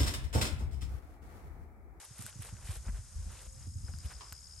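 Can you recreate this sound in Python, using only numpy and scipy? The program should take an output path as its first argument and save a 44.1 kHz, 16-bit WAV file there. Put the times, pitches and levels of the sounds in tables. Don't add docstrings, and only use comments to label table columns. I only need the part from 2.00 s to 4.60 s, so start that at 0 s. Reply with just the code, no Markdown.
import sys
import numpy as np
from scipy import signal
from scipy.fft import rfft, irfft
from scipy.io import wavfile

SR = 44100
rng = np.random.default_rng(int(sys.argv[2]) if len(sys.argv) > 2 else 0)


def inscribe(sig):
    pcm = np.round(np.clip(np.atleast_2d(sig).T, -1, 1) * 32767)
    wavfile.write(sys.argv[1], SR, pcm.astype(np.int16))


N = 114660
T = np.arange(N) / SR


def amp(db):
    return 10 ** (np.asarray(db) / 20)


def curve(rows, column=1):
    return np.interp(T, [r[0] for r in rows], [r[column] for r in rows])


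def at_hz(rows, column=1):
    hz = np.maximum(np.fft.rfftfreq(N, 1 / SR), 5)
    return np.interp(np.log(hz), np.log([r[0] for r in rows]), [r[column] for r in rows])


def colour(x, spectrum):
    y = irfft(rfft(x) * amp(at_hz(spectrum)), N)
    return y / np.sqrt(np.mean(y ** 2))


def bands(x, edges):
    return signal.sosfilt(signal.butter(2, edges, "band", fs=SR, output="sos"), x)


def split(x, hz):
    low = signal.filtfilt(*signal.butter(2, hz, fs=SR), x)
    return low, x - low


def drift(rate_hz):
    r = np.exp(-2 * np.pi * rate_hz / SR)
    slow = signal.lfilter([1], [1, -2 * r, r * r], rng.standard_normal(N + SR))[SR:]
    return (slow - slow.mean()) / slow.std()


def ring(clicks, hz, t60):
    r, w = amp(-60 / (t60 * SR)), 2 * np.pi * hz / SR
    return signal.lfilter([0, np.sin(w)], [1, -2 * r * np.cos(w), r * r], clicks + 1e-18)


# f/Hz, level/dB per Hz (relative)
HISS_SPECTRUM = [(150, -26), (280, -7.5), (1400, -5), (2700, -11.5), (4300, -10), (5100, -3), (6700, -1),
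                 (8300, -2), (9600, -2), (10200, 1), (11300, -7.5), (12200, -28.5), (13000, -74)]
# t/s, level/dB (relative)
HISS_SWELL = [(0, 1.5), (1.05, -2.5), (1.4, 3.5), (1.52, -7), (1.63, 1.5), (1.72, -10.5), (1.85, -4),
              (2.27, 3.5), (2.38, -4)]
HISS_DB, HISS_SPLIT_HZ = -57, 5100.0


def hiss():
    noise = colour(rng.standard_normal((2, N)), HISS_SPECTRUM)
    low, high = split(noise, HISS_SPLIT_HZ)
    return amp(HISS_DB) * (amp(curve(HISS_SWELL)) * low + high)


# t/s, f/Hz, level/dB
COO = [(1.1, 514, -74), (1.35, 513, -66.5), (1.58, 528, -65), (1.65, 540, -82)]


def dove():
    phase = 2 * np.pi * np.cumsum(curve(COO)) / SR
    port_lag = np.array([[0], [2.3]])
    sounding = (T > COO[0][0]) * (T < COO[-1][0])
    return amp(curve(COO, column=2)) * sounding * np.sin(phase + port_lag)


# f/Hz, level/dB (relative), t60/s
KNOCK_MODES = [(450, -13, .04), (980, -2, .05), (1090, -2, .025), (3300, -4, .004)]
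KNOCK_S, KNOCK_DB, KNOCK_SCATTER_S = 2.208, -48.5, .03
KNOCK_CRACK_DB, KNOCK_CRACK_S = -44, .03


def knock():
    after = T - KNOCK_S
    since = np.maximum(after, 0)
    common, own = rng.standard_normal((2, N))
    echoes = common + .8 * own * np.array([[1], [-1]])
    hits = (after >= 0) * np.exp(-since / KNOCK_SCATTER_S) * echoes
    crack = bands(hits * np.exp(-since / KNOCK_CRACK_S), (1800, 4800))
    hits[:, int(KNOCK_S * SR)] += 8
    hollow = bands(sum(amp(db) * ring(hits, hz, t60) for hz, db, t60 in KNOCK_MODES), (380, 5000))
    hollow /= np.sqrt(np.sum(hollow ** 2) / (KNOCK_SCATTER_S * SR))
    return amp(KNOCK_DB) * hollow + amp(KNOCK_CRACK_DB) * crack


def pulse(length, start_hz, end_hz):
    u = np.arange(int(length * SR)) / (length * SR)
    cycles = length * (start_hz * u + (end_hz - start_hz) * u * u / 2)
    return np.sin(np.pi * u) ** 2 * np.sin(2 * np.pi * cycles)


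# t/s of first pulse, number of pulses, level/dB before placing
CHIRPS = [(1.851, 3, -55), (1.923, 3, -53.5), (1.991, 3, -52.5), (2.060, 4, -52), (2.126, 4, -51.5),
          (2.205, 4, -50.5), (2.272, 5, -50.5), (2.339, 5, -50), (2.418, 5, -49.5), (2.498, 4, -49),
          (2.565, 3, -50)]
CHIRP_PULSE_GAP_S, CHIRP_FIRST_DB, CHIRP_AFTER_DB = .0133, -4, -9


def chirping_cricket():
    clicks = np.zeros(N)
    for s, n, db in CHIRPS:
        k = np.arange(n + 1)
        times = s + (k + rng.normal(0, .03, n + 1)) * CHIRP_PULSE_GAP_S
        at = np.minimum(times * SR, N - 1).astype(int)
        accent_db = CHIRP_FIRST_DB * (k == 0) + CHIRP_AFTER_DB * (k == n)
        clicks[at] = amp(db + accent_db + rng.normal(0, 1, n + 1))
    return signal.fftconvolve(clicks, pulse(.0115, 5650, 4530), "same") * amp([[3.5], [-4]])


# (t/s, level/dB)
LOW_TRILL = (.01596, 1.436, .010, 5450, 4750, 6, [(0, -67), (1.35, -65), (1.5, -59), (1.84, -55),
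             (1.95, -61), (2.6, -65)])
HIGH_TRILL = (.0366, 1.417, .020, 6850, 6600, 5, [(0, -61), (1.3, -63), (1.45, -57), (2.6, -60)])


def trilling_crickets():
    out = np.zeros((2, N))
    for gap, s, length, start_hz, end_hz, pan_db, level in (LOW_TRILL, HIGH_TRILL):
        times = s + gap * np.arange(-int(s / gap), int((N / SR - s) / gap) + 1)
        times = np.clip(times + rng.normal(0, .03 * gap, len(times)), 0, (N - 1) / SR)
        clicks = np.zeros(N)
        clicks[(times * SR).astype(int)] = amp(rng.normal(0, 2.5, len(times)))
        trill = signal.fftconvolve(clicks, pulse(length, start_hz, end_hz), "same")
        out += amp(curve(level)) * trill * amp([[pan_db / 2], [-pan_db / 2]])
    return out


# t/s, level/dB
RUMBLE_LEVEL = [(0, -70), (.32, -57.5), (.62, -48), (.95, -50.5), (1.05, -52.5), (1.3, -46), (1.42, -54.5),
                (1.62, -48.5), (1.95, -41.5), (2.2, -57), (2.6, -55.5)]
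# f/Hz, level/dB per Hz (relative)
RUMBLE_COLOUR = [(22, -35), (45, 2), (80, 0.5), (130, -11), (320, -33), (600, -62)]


def rumble():
    level_db = curve(RUMBLE_LEVEL) + 0.59 * drift(24.0)
    return amp(level_db) * colour(rng.standard_normal((2, N)), RUMBLE_COLOUR)


# t/s, level/dB of the swing, f/Hz it settles to, level/dB of puff against swing
THUDS = [(0.107, -45, 116, -27), (0.193, -40.5, 107, -3), (0.241, -41, 111, -5.5), (0.357, -39.5, 118, -14),
         (0.392, -36.5, 105, -10.5), (0.526, -36.5, 99, -9.5), (0.69, -30, 86.5, -46),
         (0.766, -38, 59.4, -29), (0.865, -31, 64, -22.5), (0.886, -27.5, 58.5, -16),
         (0.928, -30.5, 51.3, -42), (0.988, -37.5, 82.4, -39), (1.155, -31, 53.8, -26.5),
         (1.184, -34, 74.4, -20), (1.26, -37.5, 58.3, -15), (1.469, -39.5, 58, -25), (1.667, -34.5, 90, -9),
         (1.757, -33, 89, -29), (1.832, -32.5, 75, -11), (1.889, -39, 62.3, -24), (1.939, -35, 108, -34),
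         (2.047, -31, 71, -18.5), (2.146, -41.5, 58.4, -29), (2.319, -43.5, 84.4, -14.5)]
THUD_CYCLES, THUD_SAG = 2.09, 0.29
PUFF_HZ, PUFF_S = (90.0, 240.7), 0.0056


def thuds():
    swing, puff, after = np.zeros(N + SR), np.zeros(N + SR), T[:SR // 5]
    for s, db, hz, puff_db in THUDS:
        span = slice(int(s * SR), int(s * SR) + len(after))
        c = after * hz / THUD_CYCLES
        p = after / PUFF_S
        phase = 2 * np.pi * THUD_CYCLES * c * (1 + THUD_SAG * np.exp(-2 * c))
        swing[span] += amp(db) * 3 * c * np.exp(1 - 3 * c) * np.sin(phase)
        puff[span] += amp(db + puff_db) * p * np.exp(1 - p)
    air = bands(bands(rng.standard_normal((2, N)), PUFF_HZ), PUFF_HZ)
    return swing[:N], puff[:N] * air / air.std()


TREBLE_FROM_HZ = 1840
# t/s, level/dB, level/dB of body against treble, brightest f/Hz
SNAPS = [(.2243, -40, -12, 9500), (.2290, -43, -12, 9000), (.2645, -32, -3, 9100), (.2762, -42, -8, 8000),
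         (.328, -45, -4, 3500), (.568, -46, -2, 3500), (.760, -43, 5, 2500), (1.883, -48, 5, 2500),
         (1.938, -47, 4, 2700), (2.112, -46, 5, 2500), (1.9865, -38, -16, 7400), (2.3243, -30, -6, 5800),
         (2.3285, -36, -3, 11000)]
# f/Hz, level/dB (relative), t60/s
LEAF_MODES = [(1500, -6, 0.014), (2900, -1, 0.005), (4700, 0, 0.004), (7300, 1, 0.004), (9120, 0, 0.005),
              (11400, 4, 0.004)]
SNAP_SPREAD_S, SNAP_LOSS_DB_PER_OCTAVE = .0003, 11


def snaps():
    out, after = np.zeros(N), T[:SR // 300]
    for hz, db, t60 in LEAF_MODES:
        clicks = np.zeros(N)
        for s, peak_db, body_db, bright_hz in SNAPS:
            off_octaves = abs(np.log2(hz / bright_hz))
            tilt_db = body_db if hz < TREBLE_FROM_HZ else -SNAP_LOSS_DB_PER_OCTAVE * off_octaves
            crack = rng.standard_normal(len(after)) * np.exp(-after / SNAP_SPREAD_S)
            crack /= np.sqrt(np.sum(crack ** 2))
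            clicks[int(s * SR):int(s * SR) + len(after)] += amp(peak_db + db + tilt_db) * crack
        out += ring(clicks, hz, t60)
    return bands(out, (600, 14000))


# t/s of full level, hold t/s, level/dB (before a common lift), level/dB of treble against body
SWISHES = [(0, 0.049, -57.5, 0), (0.187, 0.041, -58, 2.5), (0.255, 0.043, -63, 8), (0.42, 0.075, -56, 0),
           (0.526, 0.099, -62, -33), (0.671, 0.098, -54, 2), (0.872, 0.018, -51.5, -10),
           (0.947, 0.039, -57, -6), (1.302, 0.033, -58.5, -30), (1.324, 0.14, -61.5, -0.5),
           (1.893, 0.0064, -54, -12), (2.049, 0.014, -60, 0.5), (2.115, 0.0069, -50, -6)]
# f/Hz, level/dB per Hz (relative)
GRASS = [(150, -74), (350, -5), (1500, -4.5), (3500, -8), (6200, -13.5), (9000, -5), (10200, 1.5),
         (11400, -9.5), (12400, -24), (13400, -21)]
SWISH_RISE_DB_PER_S, SWISH_FALL_DB_PER_S, SWISH_LIFT_DB = 434, 904, 4.0
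BLADES_PER_S, BLADE_SPREAD_DB, BLADE_SHARE = 9000, 5.5, 0.58


def grass():
    struck = rng.random((2, N)) < BLADES_PER_S / SR
    sizes = amp(BLADE_SPREAD_DB * np.minimum(rng.exponential(1, (2, N)), 3))
    ticks = struck * sizes * rng.choice([-1, 1], (2, N))
    edges, dealt = np.geomspace(200, 16000, num=8), rng.integers(0, 7, (2, N))
    blades = 0
    for k in range(7):
        blades = blades + amp(3.5 * drift(40)) * bands(ticks * (dealt == k) + 1e-18, edges[k:k + 2])
    friction = rng.standard_normal((2, N))
    return colour(BLADE_SHARE * blades / blades.std() + (1 - BLADE_SHARE) * friction, GRASS)


def swishes():
    body, treble = np.zeros(N), np.zeros(N)
    for s, hold, db, treble_db in SWISHES:
        rise_db = SWISH_RISE_DB_PER_S * np.maximum(s - T, 0)
        fall_db = SWISH_FALL_DB_PER_S * np.maximum(T - s - hold, 0)
        gain = amp(db - rise_db - fall_db)
        body += gain
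        treble += amp(treble_db) * gain
    low, high = split(grass(), TREBLE_FROM_HZ)
    return amp(SWISH_LIFT_DB + 1.0 * drift(58)) * (body * low + treble * high)


# f/Hz, left-right likeness (0 to 1), left-right level/dB, right's lead [rad]
PORTS = [(60, .82, 0, 0), (1200, .86, -1.5, .2), (2400, .95, 0, 0), (3500, .8, 4, -.3), (5300, .35, 6, -.6),
         (6900, .4, 4, -.3), (7600, .8, 3, -1.2), (8600, .92, 1, .2), (10250, .94, 0, 3.14),
         (11900, .9, 0, 6.28)]


def ports(common, own):
    alike = at_hz(PORTS)
    turn = amp(at_hz(PORTS, column=2) / 2) * np.exp(-.5j * at_hz(PORTS, column=3))
    a = rfft(common) * np.sqrt((1 + alike) / 2)
    b = rfft(own) * np.sqrt((1 - alike) / 2)
    return irfft(np.array([(a + b) * turn, (a - b) / turn]), N)


def scene():
    spread = rumble() + hiss()
    swing, puff = thuds()
    spread = spread + puff + swishes()
    common = spread[0] + snaps() + swing
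    own = spread[1] + np.roll(swing, SR // 320)
    return ports(common, own) + chirping_cricket() + trilling_crickets() + dove() + knock()


def record(dry):
    return signal.sosfilt(signal.cheby2(12, 70, 15800, fs=SR, output="sos"), dry)


dry = scene()
out = record(dry)
inscribe(out)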